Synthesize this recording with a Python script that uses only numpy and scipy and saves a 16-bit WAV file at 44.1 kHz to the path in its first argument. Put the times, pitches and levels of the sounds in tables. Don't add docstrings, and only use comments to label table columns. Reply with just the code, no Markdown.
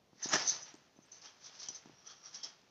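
import sys
import numpy as np
from scipy import signal
from scipy.fft import rfft, irfft, next_fast_len
from scipy.io import wavfile
from scipy.ndimage import map_coordinates

SR = 44100
rng = np.random.default_rng(int(sys.argv[2]) if len(sys.argv) > 2 else 0)


def transcribe(signal):
    frames = np.atleast_2d(signal).T
    limited = np.clip(frames, -1, 1)
    pcm = np.round(limited * 32767).astype(np.int16)
    wavfile.write(sys.argv[1], SR, pcm)


N = 119070
SPAN_DB = 20

# (frequency [Hz], gain [dB])
AIR_EQ = [(25, -14.5), (70, 3.5), (150, 12), (300, 8.5), (600, 8.5), (1500, -1.5), (4000, -2), (6500, -5.5),
          (8000, -4.5)]
CLICK_EQ = [(100, -12), (1000, -17.5), (3500, -13), (5000, 2), (6200, -1.5), (7700, 4.5), (10000, -6.5)]
RUSTLE_EQ = [(30, -43), (120, -14), (300, -3.5), (700, -1), (1400, 1), (2600, 0), (3300, -1), (4000, -2),
             (6000, -1), (7000, -6)]
SCRAPE_EQ = [(100, -43), (2800, -30.5), (3700, -6.5), (4600, -1.5), (5400, 0.5), (6200, 2.5), (7000, -13)]
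CRUNCH_EQ = [(30, -31.5), (120, -19.5), (240, -4.5), (1400, -0.5), (1800, 5), (2150, -4.5), (4600, -5),
             (5400, 1.5), (6200, 5), (7000, -4.5)]
MIC_EQ = [(20, 3), (6400, 0), (7000, -5), (7500, -16), (8100, -27), (10000, -43.5), (15000, -64.5)]
# (frequency [Hz], width [Hz], gain [dB])
STEEL_MODES = [(672, 37, -14), (824, 270, -8.5), (1285, 110, -13.5), (1729, 17, 1.5), (1895, 19, -7.5),
               (3150, 60, -8), (3455, 20, -1.5), (3800, 11, -5.5), (4500, 24, 0.5), (5060, 40, 2.5),
               (5460, 33, 1.5), (5750, 99, -7.5), (6095, 20, -2), (6010, 12, -3), (7470, 65, 3)]

# (peak time [s], level [dB])
CHIRP_CUES = [(.762, -48), (1.06, -48)]
# (peak time [s], level [dB], pitch [Hz])
TUBE_GROANS = [(1.28, -64, 3250), (1.48, -63, 3390), (1.679, -61, 3190), (2.104, -63.5, 1310),
               (2.099, -61, 3250), (2.265, -67.5, 1279), (2.365, -62.5, 3310), (2.45, -57.5, 3260)]
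# (time [s], level [dB], pitch [Hz])
CAMERA_KNOCKS = [(.131, -50, 202), (.157, -56, 190), (0.177, -54.5, 190), (.258, -33.5, 295),
                 (.343, -29, 245), (.356, -31.5, 376), (.742, -45.5, 309), (.752, -54, 320),
                 (.962, -56, 300), (0.989, -46, 282), (1.687, -45.5, 254), (1.703, -50, 308),
                 (1.858, -44, 275), (1.872, -52.5, 306), (1.896, -47, 332), (1.921, -56.5, 220)]
# (time [s], level [dB])
HOOK_CLICKS = [(0.741, -47), (0.752, -51), (1.6863, -28.5), (1.858, -54), (2.344, -42.5), (2.433, -37),
               (2.616, -54.5)]
# (peak time [s], level [dB], pitch [Hz], rise [s], fall [s])
SPRING_CREAKS = [(.2, -66, 1965, 0.03, .06), (0.226, -53, 1834, 0.0049, 0.021),
                 (0.241, -53.5, 1820, 0.0065, 0.031), (0.232, -38.5, 6210, 0.0096, 0.051),
                 (0.289, -33.5, 6670, 0.002, 0.025), (0.473, -39.5, 6150, .006, .025),
                 (0.483, -31, 6100, 0.034, 0.052), (0.496, -24, 6164, 0.0074, .02),
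                 (.563, -51, 6150, 0.032, 0.032), (0.629, -45.5, 6030, 0.022, 0.03),
                 (.69, -58, 5820, 0.034, 0.047), (.968, -69.5, 6100, 0.014, 0.043),
                 (1.036, -63, 6150, 0.027, 0.0293), (1.119, -48.5, 6180, 0.0055, 0.032),
                 (1.144, -59, 6060, 0.0093, 0.026), (1.168, -57.5, 6150, 0.016, 0.051),
                 (1.256, -57, 5840, .015, .04), (1.465, -59, 5886, 0.057, 0.042),
                 (1.603, -51, 5740, 0.014, 0.025), (1.632, -55, 6060, 0.023, 0.028),
                 (1.687, -41.5, 5920, 0.0016, 0.033), (1.751, -46.5, 6200, 0.0092, 0.043),
                 (1.99, -68, 5670, 0.11, 0.13), (2.075, -48.5, 5850, 0.018, 0.013),
                 (2.101, -54.5, 5656, 0.0066, 0.037), (2.17, -66.5, 5770, 0.059, .15),
                 (2.26, -52, 5712, 0.041, 0.063), (2.346, -39.5, 5650, 0.0035, 0.014),
                 (2.355, -47, 5740, 0.0058, 0.032), (2.433, -37.5, 5450, 0.003, 0.012),
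                 (2.441, -41.5, 5430, 0.0029, 0.029)]
# (peak time [s], level [dB], rise [s], fall [s])
NET_STIR = [(1.9, -69.5, 1.7, 16)]
MAT_DRUMMING = [(.45, -67, .15, 0.27), (1.93, -71, .06, 0.11)]
FABRIC_RUSTLES = [(.228, -52.5, 0.038, 0.3), (.3, -46.5, 0.063, 0.077), (.402, -40, 0.12, 0.15),
                  (.54, -48.5, 0.15, 0.16), (.665, -57.5, .05, 0.28), (1.16, -64, 0.29, .2),
                  (1.258, -54.5, 0.085, 0.11), (1.47, -61, 0.19, 0.18), (1.55, -60.5, 0.126, 0.18),
                  (1.63, -56, 0.11, 0.12), (1.76, -61, 0.6, 0.23), (1.87, -67.5, .1, 0.29),
                  (2.07, -62.5, 0.028, 0.14), (2.11, -59, 0.037, 0.1), (2.27, -61.5, 0.095, 0.15),
                  (2.353, -55, 0.039, 0.13), (2.438, -54, 0.01, 0.15)]
HOOK_SCRAPES = [(.2, -60, 0.036, .1), (.243, -36, 0.013, 0.053), (.405, -40.5, 0.14, 0.11),
                (.498, -35.5, 0.082, 0.1), (.66, -57.5, .02, 0.055), (1.124, -59, 0.013, 0.14),
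                (1.218, -57, 0.0065, 0.094), (1.255, -56.5, 0.045, 0.11), (1.463, -50, 0.06, 0.061),
                (1.555, -57, .06, 0.09), (1.603, -49, .03, 0.064), (1.635, -47, 0.054, 0.069),
                (1.689, -52, .004, 0.11), (1.76, -52.5, 0.051, 0.056), (2.10, -55.5, 0.073, 0.111),
                (2.262, -57, 0.056, 0.12), (2.35, -49, 0.032, 0.0954), (2.436, -44.5, 0.0038, 0.079)]
LANDING_HIT = [(.341, -24, 0.032, 0.058)]


def amp(db):
    return 10 ** (np.asarray(db) / 20)


def unit(x):
    return x / np.sqrt(np.mean(x ** 2) + 1e-20)


def colour(x, points):
    size = next_fast_len(N + 8192, True)
    hz, db = np.transpose(points)
    curve_db = np.interp(np.log(np.fft.rfftfreq(size, 1 / SR) + 1), np.log(hz), db)
    cepstrum = irfft(np.log(amp(curve_db)), size)
    cepstrum[1:size // 2] *= 2
    cepstrum[size // 2 + 1:] = 0
    return irfft(rfft(x, size) * np.exp(rfft(cepstrum)), size)[:N]


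def resonate(x, hz, width_hz):
    return signal.lfilter(*signal.iirpeak(hz, hz / width_hz, SR), x)


def band(x, hz, width_hz):
    return unit(resonate(resonate(x, hz, width_hz), hz, width_hz))


def wobble(per_s):
    return map_coordinates(rng.standard_normal(int(N * per_s / SR) + 4), [np.arange(N) * per_s / SR])


def swell(peak_s, rise_s, fall_s):
    t = np.arange(N) / SR - peak_s
    return amp(-SPAN_DB * np.minimum(np.maximum(-t / rise_s, t / fall_s), 10))


def envelope(rows):
    return np.sqrt(sum((amp(db) * swell(s, rise, fall)) ** 2 for s, db, rise, fall in rows))


def grains(per_s, spread_db):
    size = amp(spread_db * np.clip(rng.standard_normal(N), -2, 2))
    return unit((rng.random(N) < per_s / SR) * size * rng.choice([-1, 1], N))


def friction(eq, per_s, spread_db, hiss):
    return unit(colour(grains(per_s, spread_db) + hiss * rng.standard_normal(N), eq))


def air(level_db=-71):
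    return amp(level_db) * unit(colour(rng.standard_normal(N), AIR_EQ))


def tree_echo(x, t60_s=0.61, build_s=0.023):
    t = np.arange(SR) / SR
    tail = rng.standard_normal(SR) * amp(-60 * t / t60_s) * (1 - np.exp(-t / build_s))
    wet = signal.fftconvolve(x, tail / np.linalg.norm(tail))[:N]
    return colour(wet, [(100, 5), (1500, -1), (4000, -9.0), (6000, -10.5)])


def chirps(hz=8220, rise_s=0.011, fall_s=0.024):
    note = np.sin(2 * np.pi * hz * np.arange(N) / SR)
    return note * envelope([(s, db, rise_s, fall_s) for s, db in CHIRP_CUES])


def groans(rise_s=0.07, fall_s=0.091, width_hz=320):
    return sum(amp(db) * swell(s, rise_s, fall_s) * band(rng.standard_normal(N), hz, width_hz)
               for s, db, hz in TUBE_GROANS)


MAT_HZ = 143.5


def knocks(bump_t60_s=0.013, snap_t60_s=0.0047, shudder_t60_s=0.084, drum_t60_s=0.39):
    out, t = np.zeros(N + SR), np.arange(SR // 3) / SR
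    for s, db, hz in CAMERA_KNOCKS:
        bump = np.sin(2 * np.pi * hz * t) * amp(-60 * t / bump_t60_s)
        hardness = 0.49 * amp(0.2 * (db + 42.5))
        snap = hardness * np.sin(2 * np.pi * 750 * t) * amp(-60 * t / snap_t60_s)
        rattle = unit(resonate(rng.standard_normal(len(t)), hz, width_hz=260))
        shudder = rattle * amp(-19.5 - 60 * t / shudder_t60_s)
        drum_hz = MAT_HZ * (1 + 0.11 * rng.standard_normal())
        drum = np.sin(2 * np.pi * drum_hz * t) * amp(-23 - 60 * t / drum_t60_s)
        out[round(s * SR):][:len(t)] += amp(db) * (bump + snap + shudder + drum)
    return colour(out[:N], [(20, -25.5), (70, -20.0), (200, 1.0), (800, 4.0), (1300, -1), (3000, -14.5)])


def steel_ring(x):
    return 0.95 * x + sum(amp(db) * resonate(x, hz, width) for hz, width, db in STEEL_MODES)


def clicks(rise_s=0.0003, fall_s=0.004):
    bursts = envelope([(s, db, rise_s, fall_s) for s, db in HOOK_CLICKS])
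    return bursts * unit(colour(rng.standard_normal(N), CLICK_EQ))


def fabric():
    weave = friction(RUSTLE_EQ, per_s=1600, spread_db=2.5, hiss=0.59)
    drum = band(rng.standard_normal(N), MAT_HZ, width_hz=91)
    return envelope(FABRIC_RUSTLES + NET_STIR) * weave + envelope(MAT_DRUMMING) * drum


def scrapes():
    return envelope(HOOK_SCRAPES) * friction(SCRAPE_EQ, per_s=1000, spread_db=2.5, hiss=1.0)


def creaks(detune_hz=85, waver_hz=105.1, grit_share=0.31):
    out = np.zeros(N)
    waver = waver_hz * wobble(per_s=400)
    slips = grains(per_s=900, spread_db=1) + 0.5 * rng.standard_normal(N)
    for s, db, hz, rise, fall in SPRING_CREAKS:
        notes_hz = [hz + k * detune_hz + np.roll(waver, rng.integers(N)) for k in (-1, 0, 1)]
        jangle = unit(np.sin(2 * np.pi * np.cumsum(notes_hz, axis=1) / SR).sum(axis=0))
        grit = band(np.roll(slips, rng.integers(N)), hz, width_hz=920)
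        creak = np.sqrt(1 - grit_share) * jangle + np.sqrt(grit_share) * grit
        out += amp(db) * swell(s, rise, fall) * creak
    return out


def landing():
    return envelope(LANDING_HIT) * friction(CRUNCH_EQ, per_s=2200, spread_db=3, hiss=0.26)


def scene(echo_send_db=-16):
    trampoline = steel_ring(landing() + fabric() + scrapes() + creaks() + clicks()) + groans()
    direct = trampoline + knocks() + chirps()
    return (air() + amp(echo_send_db) * tree_echo(direct) + direct)[None]


def record(dry, hiss_db=-88.5, cutoff_hz=15070):
    miked = colour(dry[0], MIC_EQ) + amp(hiss_db) * rng.standard_normal(N)
    passband = np.fft.rfftfreq(N, 1 / SR) < cutoff_hz
    return irfft(rfft(miked) * passband, N)[None]


dry = scene()
out = record(dry)
transcribe(out)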